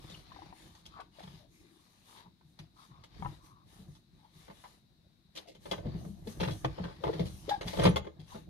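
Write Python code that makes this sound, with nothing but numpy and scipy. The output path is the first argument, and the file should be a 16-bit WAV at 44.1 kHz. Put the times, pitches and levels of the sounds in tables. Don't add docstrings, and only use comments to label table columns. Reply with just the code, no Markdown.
import sys
import numpy as np
from scipy import signal
from scipy.fft import rfft, irfft
from scipy.io import wavfile
from scipy.ndimage import uniform_filter1d

SR = 44100
rng = np.random.default_rng(int(sys.argv[2]) if len(sys.argv) > 2 else 0)


def store_wav(level_fs):
    pcm = np.round(np.clip(np.atleast_2d(level_fs), -1, 1) * 32767)
    wavfile.write(sys.argv[1], SR, pcm.T.astype(np.int16))


N = 374409

# (time [s], strength [dB], brightness [dB/octave], clack over knock [dB], t60 [s])
CLICK_CUES = [(0.095, -59.5, 4, -11, 0.15), (.751, -67, 9, 19.5, 0.047), (.855, -59.5, 7, 2.5, 0.11),
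              (1.002, -55.5, 2.5, 1, 0.086), (1.195, -55, 1.5, 3.5, 0.054), (1.228, -59.5, 6, 14.5, 0.1),
              (1.275, -54.5, 1, 6, 0.063), (2.411, -74.5, -1.5, 15, 0.035), (2.59, -54, 4.5, 5.5, 0.044),
              (3.038, -55.5, 3.5, 4.5, 0.071), (3.952, -76, 12, 24, 0.066), (4.482, -57, -2.5, 5, 0.033),
              (4.5, -54.5, -1.5, 5, .06), (4.64, -58.5, 2, 12, 0.081), (5.353, -54.5, 4, -8, 0.14),
              (5.374, -49, 4, -4.5, 0.082), (5.47, -64, 2.5, -11, 0.19), (5.55, -58.5, 2, -2, 0.071),
              (5.656, -47.5, -1, 1, 0.084), (5.713, -32.5, 1.5, -0.5, 0.053), (5.731, -40.5, -1, 6, 0.062),
              (5.781, -50.5, -3, -1, 0.052), (5.855, -56, -4, -4, 0.14), (6.049, -59.5, -3, 4, 0.053),
              (6.273, -50, 2, -8, 0.061), (6.401, -36, .5, 2.5, 0.12), (6.431, -34.5, 0, 3, 0.092),
              (6.477, -39.5, -0.5, 0, 0.084), (6.503, -52.5, 3.5, -7, 0.18), (6.647, -31, -2, 5.5, 0.04),
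              (6.78, -48, -4.5, 2.5, 0.11), (6.83, -52, -0.5, 3.5, 0.27), (7.038, -36, -3.5, 3.5, 0.072),
              (7.069, -41.5, -5, 1, 0.091), (7.131, -44, -2, 1, 0.11), (7.195, -39.5, -1, -8, 0.075),
              (7.253, -57.5, 4, -10, 0.15), (7.493, -36, 2.5, -1, 0.088), (7.611, -40.5, 0.5, 0, 0.089),
              (7.671, -46.5, 4.5, 2.5, 0.15), (7.734, -43.5, -2.5, -1.5, 0.083),
              (7.767, -42.5, -1, 1, 0.14), (7.784, -40.5, -3, 0.5, 0.22), (7.815, -37, 0, 1.5, 0.23),
              (7.835, -35, 1.5, -7, .11), (7.853, -23, -1.5, 1, 0.093), (7.96, -30, 0.3, 2, 0.068),
              (8.046, -52.5, -2.5, 1.5, 0.084), (8.068, -48.5, -3.5, -1.5, 0.079),
              (8.193, -64.5, 4, -2.5, 0.21), (8.346, -53.5, -3.5, 5, 0.089)]
# (frequency [Hz], level [dB], t60 [s], pan left [dB], right-side lag [rad])
HOUSING_MODES = [(316.7, 1, 0.12, -15.5, 1.37), (421, 1, 0.14, -6, 0), (497, 0.5, 0.09, 16.5, 20.5),
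                 (528.8, 12, 0.058, 3, 5), (573.4, 3.5, 0.076, -15, -1.5), (648.7, -6.5, 0.11, -19.5, -1.4),
                 (815, -27, 0.043, 5, 8), (867.6, 12, 0.065, 3, 4), (1023, -1, 0.032, -21.5, 2),
                 (1071, -12, 0.071, -31, -4), (1197, 9, 0.029, 2, -1.5), (1537, -19.5, 0.055, 25, -4),
                 (1780, 1.5, 0.018, 2.5, -2.5), (2112, -13.5, 0.049, 21, 6.5), (2380, -36, 0.21, -5, 13),
                 (3430, -4, 0.0073, 35, 13), (3987, -1.5, 0.02, 17, -7.5), (3830, -8, 0.015, -10, 10.5),
                 (4790, 3, 0.017, -15.5, -8.8), (6630, -43.5, 0.41, -47, -12), (8050, -37, 0.045, 0, -17)]
# (frequency [Hz], gain [dB])
CONTACT_EQ = [(200, -7.5), (700, -11), (1200, -14.5), (2000, 6), (2700, 5), (3350, 5), (4200, -5),
              (5000, -13.5), (6500, -16.5), (7600, -25.5), (9500, -22), (12500, -27), (14500, -38),
              (15700, -52)]
# (low edge [Hz], high edge [Hz])
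CLICK_BANDS = [(300, 700), (700, 1500), (1500, 5000), (5000, 15000)]
BAND_DB = [-0.5, -6, -9, -12.5]
BAND_CLACK = [-0.66, 0.89, -0.1, -0.28]
# (time [s], peak [dB], pitch [Hz])
PUSH_CUES = [(.123, -46, 157), (1.234, -44.5, 183), (1.27, -43.5, 145), (1.334, -44.5, 162),
             (2.26, -52.5, 178), (2.445, -53.5, 149), (2.593, -42.5, 154), (2.903, -49, 136.6),
             (3.191, -37, 178), (3.221, -37.5, 159), (3.248, -32.5, 138.1), (3.791, -43.5, 186),
             (3.882, -42, 148.4), (4.128, -52.5, 159), (4.353, -50.5, 156.4), (4.49, -49, 198),
             (5.712, -38, 191), (5.859, -29, 212.6), (5.873, -29.5, 141.5), (5.945, -29, 169.5),
             (6.057, -35, 181.6), (6.273, -32.5, 213), (6.41, -26.5, 179), (6.468, -26.5, 131),
             (6.504, -29, 144), (6.651, -28, 138.6), (6.797, -30, 181.2), (6.843, -32.5, 177),
             (7.061, -30, 137.7), (7.146, -35, 162.3), (7.198, -22, 171.5), (7.261, -41, 187.4),
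             (7.658, -33.5, 180.6), (7.785, -23, 169), (7.85, -17.5, 154.9), (7.862, -15, 176.2),
             (7.981, -40, 182), (8.188, -39, 156), (8.343, -38, 213)]
# (frequency [x pitch], level [dB], decay [x t60], pan left [dB])
CONSOLE_MODES = [(0.269, -13.5, 0.92, -9), (0.442, -12, 1.92, 8.5), (0.722, -6, 1.23, -0.5),
                 (0.998, 7.5, 0.54, 3.5), (1.123, -14, 2, 1), (1.849, -20, 1.34, 4),
                 (2.37, -11.5, 0.49, 8.5)]
# (time [s], pitch [Hz], level [dB], length [s], rasp [0-1])
SQUEAK_CUES = [(0.109, 3650, -51.5, 0.029, 0.27), (.14, 2925, -48, 0.017, 0.3),
               (0.961, 993, -51, 0.038, 0.74), (0.984, 1078, -45.5, 0.031, 0.94),
               (6.267, 440, -37.5, 0.017, 0.1), (7.09, 442, -24.5, 0.017, 0.31),
               (7.48, 440, -31.5, 0.0063, 0.42), (7.488, 550, -28.5, 0.011, 0.37),
               (7.505, 827.5, -25, .03, 0.2), (7.532, 823, -29, 0.024, 0), (7.559, 808, -36, 0.011, 0)]
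# (time [s], level [dB], pitch [Hz])
TAP_CUES = [(0.318, -43.5, 1120), (.361, -44, 874), (0.389, -45, 800), (0.42, -41, 890), (.46, -50, 800),
            (0.526, -42.5, 788), (.998, -41, 752), (1.013, -41, 1190), (1.186, -45.5, 695),
            (1.204, -45, 706), (3.224, -31.5, 969), (3.2477, -33.5, 1020), (3.258, -31.5, 972),
            (4.639, -48, 936), (4.655, -47, 834), (7.0385, -29, 793)]
# (frequency [x pitch], level [dB], decay [x t60])
FACE_MODES = [(.62, -10, 0.72), (0.882, 3.5, 0.68), (0.997, 3.5, 1), (1.24, -5, 0.98), (1.6, -10.5, 0.33),
              (2.2, -13.5, 0.88), (3.4, -7.5, 0.19)]
# (time [s], pitch [Hz], level [dB], t60 [s])
PING_CUES = [(7.834, 9940, -44, 0.14), (7.892, 10010, -44.5, 0.054), (7.893, 5900, -58, 0.24)]
# (time [s], rumble level [dB])
LEAN_CURVE = [(0.0, -58), (0.42, -66), (1.21, -70.5), (1.46, -73), (2.05, -80.5), (3.24, -64), (3.59, -69),
              (3.99, -73), (4.99, -73), (5.46, -76), (5.86, -56), (6.27, -58.5), (6.53, -64), (6.81, -69),
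              (7.59, -54), (7.83, -45), (8.16, -73), (8.49, -61)]
# (start [s], end [s], level [dB], pitch [Hz])
RUB_CUES = [(0.259, 0.603, -62, 317), (0.907, 1.035, -56.5, 1186), (1.384, 1.484, -67, 620),
            (1.415, 1.855, -66.5, 324), (1.491, 1.756, -76, 2210), (2.069, 2.32, -62.5, 938),
            (2.746, 2.877, -61.5, 1150), (2.882, 3.054, -64, 1080), (3.14, 3.355, -49.5, 160),
            (3.355, 3.674, -65, 1075), (4.185, 4.312, -66.5, 890), (5.363, 5.399, -48, 3660),
            (5.446, 5.522, -61.5, 670), (6.0, 6.199, -48.5, 194), (7.004, 7.051, -50.5, 510),
            (8.29, 8.374, -56.5, 1020)]
# (start [s], end [s], hiss level [dB], grit over hiss [dB])
STROKE_CUES = [(0.002, .22, -64.5, 6), (0.247, 0.528, -75, 14), (0.55, 0.707, -65, 2.5),
               (0.715, 0.825, -70, 4), (0.856, 1.028, -79, 12.5), (1.144, 1.418, -69.5, 7),
               (1.51, 1.627, -70, -9), (1.61, 2.126, -73.5, 2), (2.06, 2.19, -64, 0),
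               (2.16, 2.221, -70.5, 12.5), (2.454, 2.567, -79, -10), (2.597, 2.635, -73.5, 7.5),
               (2.77, 2.888, -69.5, 3.5), (2.885, 3.116, -89.5, 16.5), (3.116, 3.227, -77, 13),
               (3.192, 3.379, -68.5, 6), (3.441, 3.479, -63, -2), (3.684, 3.85, -67, 0),
               (3.877, 3.99, -72, -5), (4.133, 4.375, -82.5, 7), (4.346, 4.5, -66.5, 1.5),
               (4.51, 4.767, -68.5, 2), (5.378, 5.405, -62, 7.5), (5.625, 5.737, -62.5, -1),
               (5.72, 5.796, -63, 3.5), (5.854, 6.023, -79, 16.5), (5.974, 6.133, -65, -6),
               (6.137, 6.258, -73, -2), (6.277, 6.342, -55, -3), (6.377, 6.65, -59, -6),
               (6.643, 7.024, -74.5, 13), (7.022, 7.27, -66.5, 11), (7.247, 7.454, -60, -7),
               (7.42, 7.49, -68, 4), (7.483, 7.562, -62, 9), (7.664, 7.89, -53.5, 4),
               (8.284, 8.397, -61.5, 3)]
# (frequency [Hz], gain [dB])
PALM_EQ = [(24, -31), (40, 3.5), (70, -1), (110, -3), (170, -0.5), (220, -11), (265, -14.5), (320, -6),
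           (430, -22), (700, -17.5), (1500, -59)]
FINGER_EQ = [(300, -18.5), (420, -10), (520, -27), (700, -4), (930, -4.5), (1180, -1.5), (1450, -18),
             (1750, -6), (2100, -15), (2700, -23), (6000, -65)]
GRIT_EQ = [(800, 1), (1500, -1.5), (1850, -2), (2120, 0.5), (2600, -2.5), (3300, 1.5), (3750, 4),
           (4500, 1.5), (6500, -14), (9000, -30)]
SLEEVE_EQ = [(1500, -38), (3000, 0.5), (4300, -5), (6200, 5), (7500, -2), (9500, 3), (12500, -1.5),
             (14500, -9.5), (15700, -25)]
# (frequency [Hz], gain [dB])
MIC_NOISE_EQ = [(24, -32), (45, -10.5), (190, -3), (280, -11.5), (450, -24), (650, -30.5), (1000, -24.5),
                (1500, -27), (3200, -29), (3850, -16), (4600, -25), (7200, -37.5), (12000, -36.5),
                (15500, -42)]
# (frequency [Hz], left-right correlation [-1 to 1])
STEREO_LIKENESS = [(40, 0.13), (80, 0.93), (120, 0.87), (190, 0.87), (280, 0.93), (450, 0.32), (650, -0.21),
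                   (900, 0.36), (1150, -0.37), (1600, -0.017), (3000, -0.0067), (12000, -0.015)]


def housing_clicks(snap_db=-1, chatter_db=6, onset_s=0.0097, pivot_hz=1620):
    size, lead = 16384, 160
    t, hz = np.arange(size) / SR, np.fft.rfftfreq(size, 1 / SR)
    filters = [signal.butter(4, edges, "bandpass", fs=SR, output="sos") for edges in CLICK_BANDS]
    bands = [abs(signal.sosfreqz(sos, hz, fs=SR)[1]) for sos in filters]
    octaves = np.log2(np.array(CLICK_BANDS) / pivot_hz).mean(axis=1)
    onset_window = np.exp(-(t / onset_s) ** 4) / (onset_s * SR)
    out = np.zeros((2, N))
    for start, strength_db, brightness, clack_db, t60 in CLICK_CUES:
        softness = (t60 / 0.15) ** 2
        force = rng.standard_normal(size) * uneven_grip(size, chatter_db, grain_samples=60)
        force *= decay(t, t60) * (1 - np.exp(-t / (softness * 0.0021)))
        force[0] += gain_of(snap_db) * np.exp(-2 * softness) * np.linalg.norm(force)
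        spectrum = rfft(force) * rfft(housing_ring(t)) * gain_of(curve_at(CONTACT_EQ, hz))
        levels_db = strength_db + np.array(BAND_DB) + brightness * octaves
        levels_db += clack_db * np.array(BAND_CLACK)
        for band, db in zip(bands, levels_db):
            part = irfft(spectrum * band)
            onset_rms = np.sqrt(np.sum(np.mean(part ** 2, axis=0) * onset_window))
            part = np.roll(part, lead, axis=1)[:, :size // 2]
            add(out, start - lead / SR, gain_of(db) * part / onset_rms)
    return out * pan(0.4)


def housing_ring(t, dense_db=-6, dense_t60=0.059):
    modes = sum(gain_of(db) * pan(pan_db) * ring(t, hz, t60, lag)
                for hz, db, t60, pan_db, lag in HOUSING_MODES)
    dense = rng.standard_normal((2, len(t))) * decay(t, dense_t60)
    return unit_rms(modes) + gain_of(dense_db) * unit_rms(dense)


def console_thumps(t60=0.28, rise_s=0.0057, damping_s=0.3, detune=0.014):
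    t, out = np.arange(SR // 2) / SR, np.zeros((2, N))
    envelope = (1 - np.exp(-(t / rise_s) ** 2)) * np.exp(-(t / damping_s) ** 2)
    for start, peak_db, hz in PUSH_CUES:
        shifts = 1 + detune * rng.standard_normal(len(CONSOLE_MODES))
        body = sum(gain_of(db) * pan(pan_db) * ring(t, hz * (1 + (ratio - 1) * shift), t60 * hold)
                   for (ratio, db, hold, pan_db), shift in zip(CONSOLE_MODES, shifts))
        body *= envelope
        add(out, start, gain_of(peak_db) * body / abs(body).max())
    return out


def skin_squeaks(octave_db=-15, lag_rad=1.0, jitter=0.28):
    out = np.zeros((2, N))
    for start, hz, db, length, rasp in SQUEAK_CUES:
        t = np.arange(0, length, 1 / SR)
        wander = unit_rms(uniform_filter1d(rng.standard_normal(SR), size=30))[:len(t)]
        pitch = hz * (1 + jitter * rasp * wander)
        phase = 2 * np.pi * np.cumsum(pitch) / SR - np.array([[0], [lag_rad]])
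        note = np.sin(phase) + gain_of(octave_db) * np.sin(2 * phase)
        add(out, start, gain_of(db) * np.sin(np.pi * t / length) * note)
    return out * pan(5)


def fingertip_taps(t60=0.055, rise_s=0.00077, detune=0.092, lag_rad=1.64):
    t, out = np.arange(SR // 6) / SR, np.zeros((2, N))
    for start, db, hz in TAP_CUES:
        shifts = 1 + detune * rng.standard_normal(len(FACE_MODES))
        face = sum(gain_of(mode_db) * ring(t, hz * ratio * shift, t60 * hold, lag_rad)
                   for (ratio, mode_db, hold), shift in zip(FACE_MODES, shifts))
        face *= 1 - np.exp(-t / rise_s)
        add(out, start, gain_of(db) * face / abs(face).max())
    return out * pan(8)


def metal_pings():
    t, out = np.arange(SR // 3) / SR, np.zeros((2, N))
    for start, hz, db, t60 in PING_CUES:
        add(out, start, gain_of(db) * ring(t, hz, t60))
    return out * pan(-9)


def palm_drag(drag_db=-19.5, rise_db_per_s=223, fall_db_per_s=166):
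    t, drag = np.linspace(0, N / SR, 4000), 0
    for push_s, peak_db, _ in PUSH_CUES:
        fade_db = np.maximum((push_s - t) * rise_db_per_s, (t - push_s) * fall_db_per_s)
        drag += gain_of(peak_db + drag_db - fade_db) ** 2
    lean = gain_of(np.interp(t, *np.transpose(LEAN_CURVE))) ** 2
    return (friction(lean + drag, PALM_EQ, db=5, pan_db=-0.5, grain_db=4, grain_samples=600)
            + friction(drag, FINGER_EQ, db=-13.5, pan_db=2, grain_db=1, grain_samples=400))


def skin_rubs(relative_width=0.25, right_delay_s=0.0003):
    freqs, out = np.fft.fftfreq(SR, 1 / SR), np.zeros((2, N))
    for start, end, db, hz in RUB_CUES:
        t = np.arange(0, end - start, 1 / SR)
        slips = rng.standard_normal(SR) * uneven_grip(SR, depth_db=3, grain_samples=400)
        resonance = 1 / (1 + 1j * (freqs / hz - 1) / (relative_width / 2)) ** 2
        note = np.fft.ifft(np.fft.fft(slips) * resonance)[:len(t)]
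        stereo = (note * np.exp(-2j * np.pi * hz * np.array([[0], [right_delay_s]]))).real
        add(out, start, gain_of(db) * unit_rms(stereo) * np.sin(np.pi * t / (end - start)))
    return out * pan(8)


def sleeve_brushes(attack_s=0.017, release_s=0.032, taper_db=3):
    t, hiss, grit = np.linspace(0, N / SR, 4000), 0, 0
    for start, end, hiss_db, grit_db in STROKE_CUES:
        touch = (1 + np.tanh((t - start) / attack_s)) * (1 + np.tanh((end - t) / release_s)) / 4
        speed = np.sin(np.interp(t, [start, end], [0, np.pi]))
        power = touch * gain_of(hiss_db - taper_db * (1.5 - speed)) ** 2
        hiss += power
        grit += power * gain_of(grit_db) ** 2
    return (friction(hiss, SLEEVE_EQ, db=0.5, pan_db=1.5, grain_db=1.3, grain_samples=50)
            + friction(grit, GRIT_EQ, db=1.5, pan_db=6, grain_db=1.5, grain_samples=120)
            + friction(grit, FINGER_EQ, db=-4.5, pan_db=6, grain_db=3, grain_samples=400))


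def friction(power, eq, db, pan_db, grain_db, grain_samples):
    envelope_db = np.interp(np.linspace(0, 1, N), np.linspace(0, 1, len(power)),
                            10 * np.log10(power + 1e-12))
    slips = rng.standard_normal((2, N)) * uneven_grip(N, grain_db, grain_samples)
    return gain_of(db + envelope_db) * pan(pan_db) * coloured(wandering_contact(slips), eq)


def uneven_grip(length, depth_db, grain_samples):
    flutter = unit_rms(uniform_filter1d(rng.standard_normal(length), grain_samples))
    return gain_of(depth_db * np.clip(flutter, -2.5, 2.5))


def wandering_contact(x, depth_db=2.5):
    spectra = signal.stft(x, nperseg=512)[2]
    patch = np.outer(np.hanning(7), np.hanning(28))
    swells = unit_rms(signal.fftconvolve(rng.standard_normal(spectra.shape[1:]), patch, "same"))
    return signal.istft(spectra * gain_of(depth_db * swells))[1][:, :N]


def helm_echo(x, wet_db=-20, dull_t60=0.25, bright_t60=0.2, dull_hz=4500):
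    t = np.arange(SR // 2) / SR
    reflections = rng.standard_normal((2, len(t))) * (1 - np.exp(-t / 0.0055))
    dull = signal.sosfilt(signal.butter(2, dull_hz, fs=SR, output="sos"), reflections)
    tail = dull * decay(t, dull_t60) + 0.066 * reflections * decay(t, bright_t60)
    return gain_of(wet_db) * signal.fftconvolve(x, tail / np.linalg.norm(tail[0]), axes=1)[:, :N]


def mic_noise(db=-70):
    return gain_of(db) * pan(5.5) * coloured(rng.standard_normal((2, N)), MIC_NOISE_EQ)


def coloured(noise, eq):
    hz = np.fft.rfftfreq(N, 1 / SR)
    left, other = rfft(noise)
    likeness = np.clip(curve_at(STEREO_LIKENESS, hz), -1, 1)
    right = likeness * left + np.sqrt(1 - likeness ** 2) * other
    return unit_rms(irfft(np.array([left, right]) * gain_of(curve_at(eq, hz)), N))


def ring(t, hz, t60, lag_rad=0):
    return decay(t, t60) * np.sin(2 * np.pi * hz * t - np.array([[0], [lag_rad]]))


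def decay(t, t60):
    return gain_of(-60 * t / t60)


def gain_of(db):
    return 10 ** (np.asarray(db) / 20)


def unit_rms(x):
    return x / np.sqrt(np.mean(x ** 2) + 1e-20)


def curve_at(points, hz):
    freqs, values = np.transpose(points)
    return np.interp(np.log(hz + 1), np.log(freqs + 1), values)


def pan(left_db):
    return gain_of(np.array([[.5], [-.5]]) * left_db)


def add(mix, start_s, sound):
    part = mix[:, max(round(start_s * SR), 0):][:, :sound.shape[1]]
    part += sound[:, :part.shape[1]]


def scene():
    contacts = housing_clicks() + fingertip_taps() + console_thumps() + skin_squeaks() + metal_pings()
    floor = mic_noise()
    return contacts + helm_echo(contacts) + palm_drag() + skin_rubs() + sleeve_brushes() + floor


def record(dry, cutoff_hz=15700):
    lowpass = signal.firwin(511, cutoff_hz, window=("kaiser", 9), fs=SR)
    return signal.oaconvolve(dry, lowpass[None], "same")


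dry = scene()
out = record(dry)
store_wav(out)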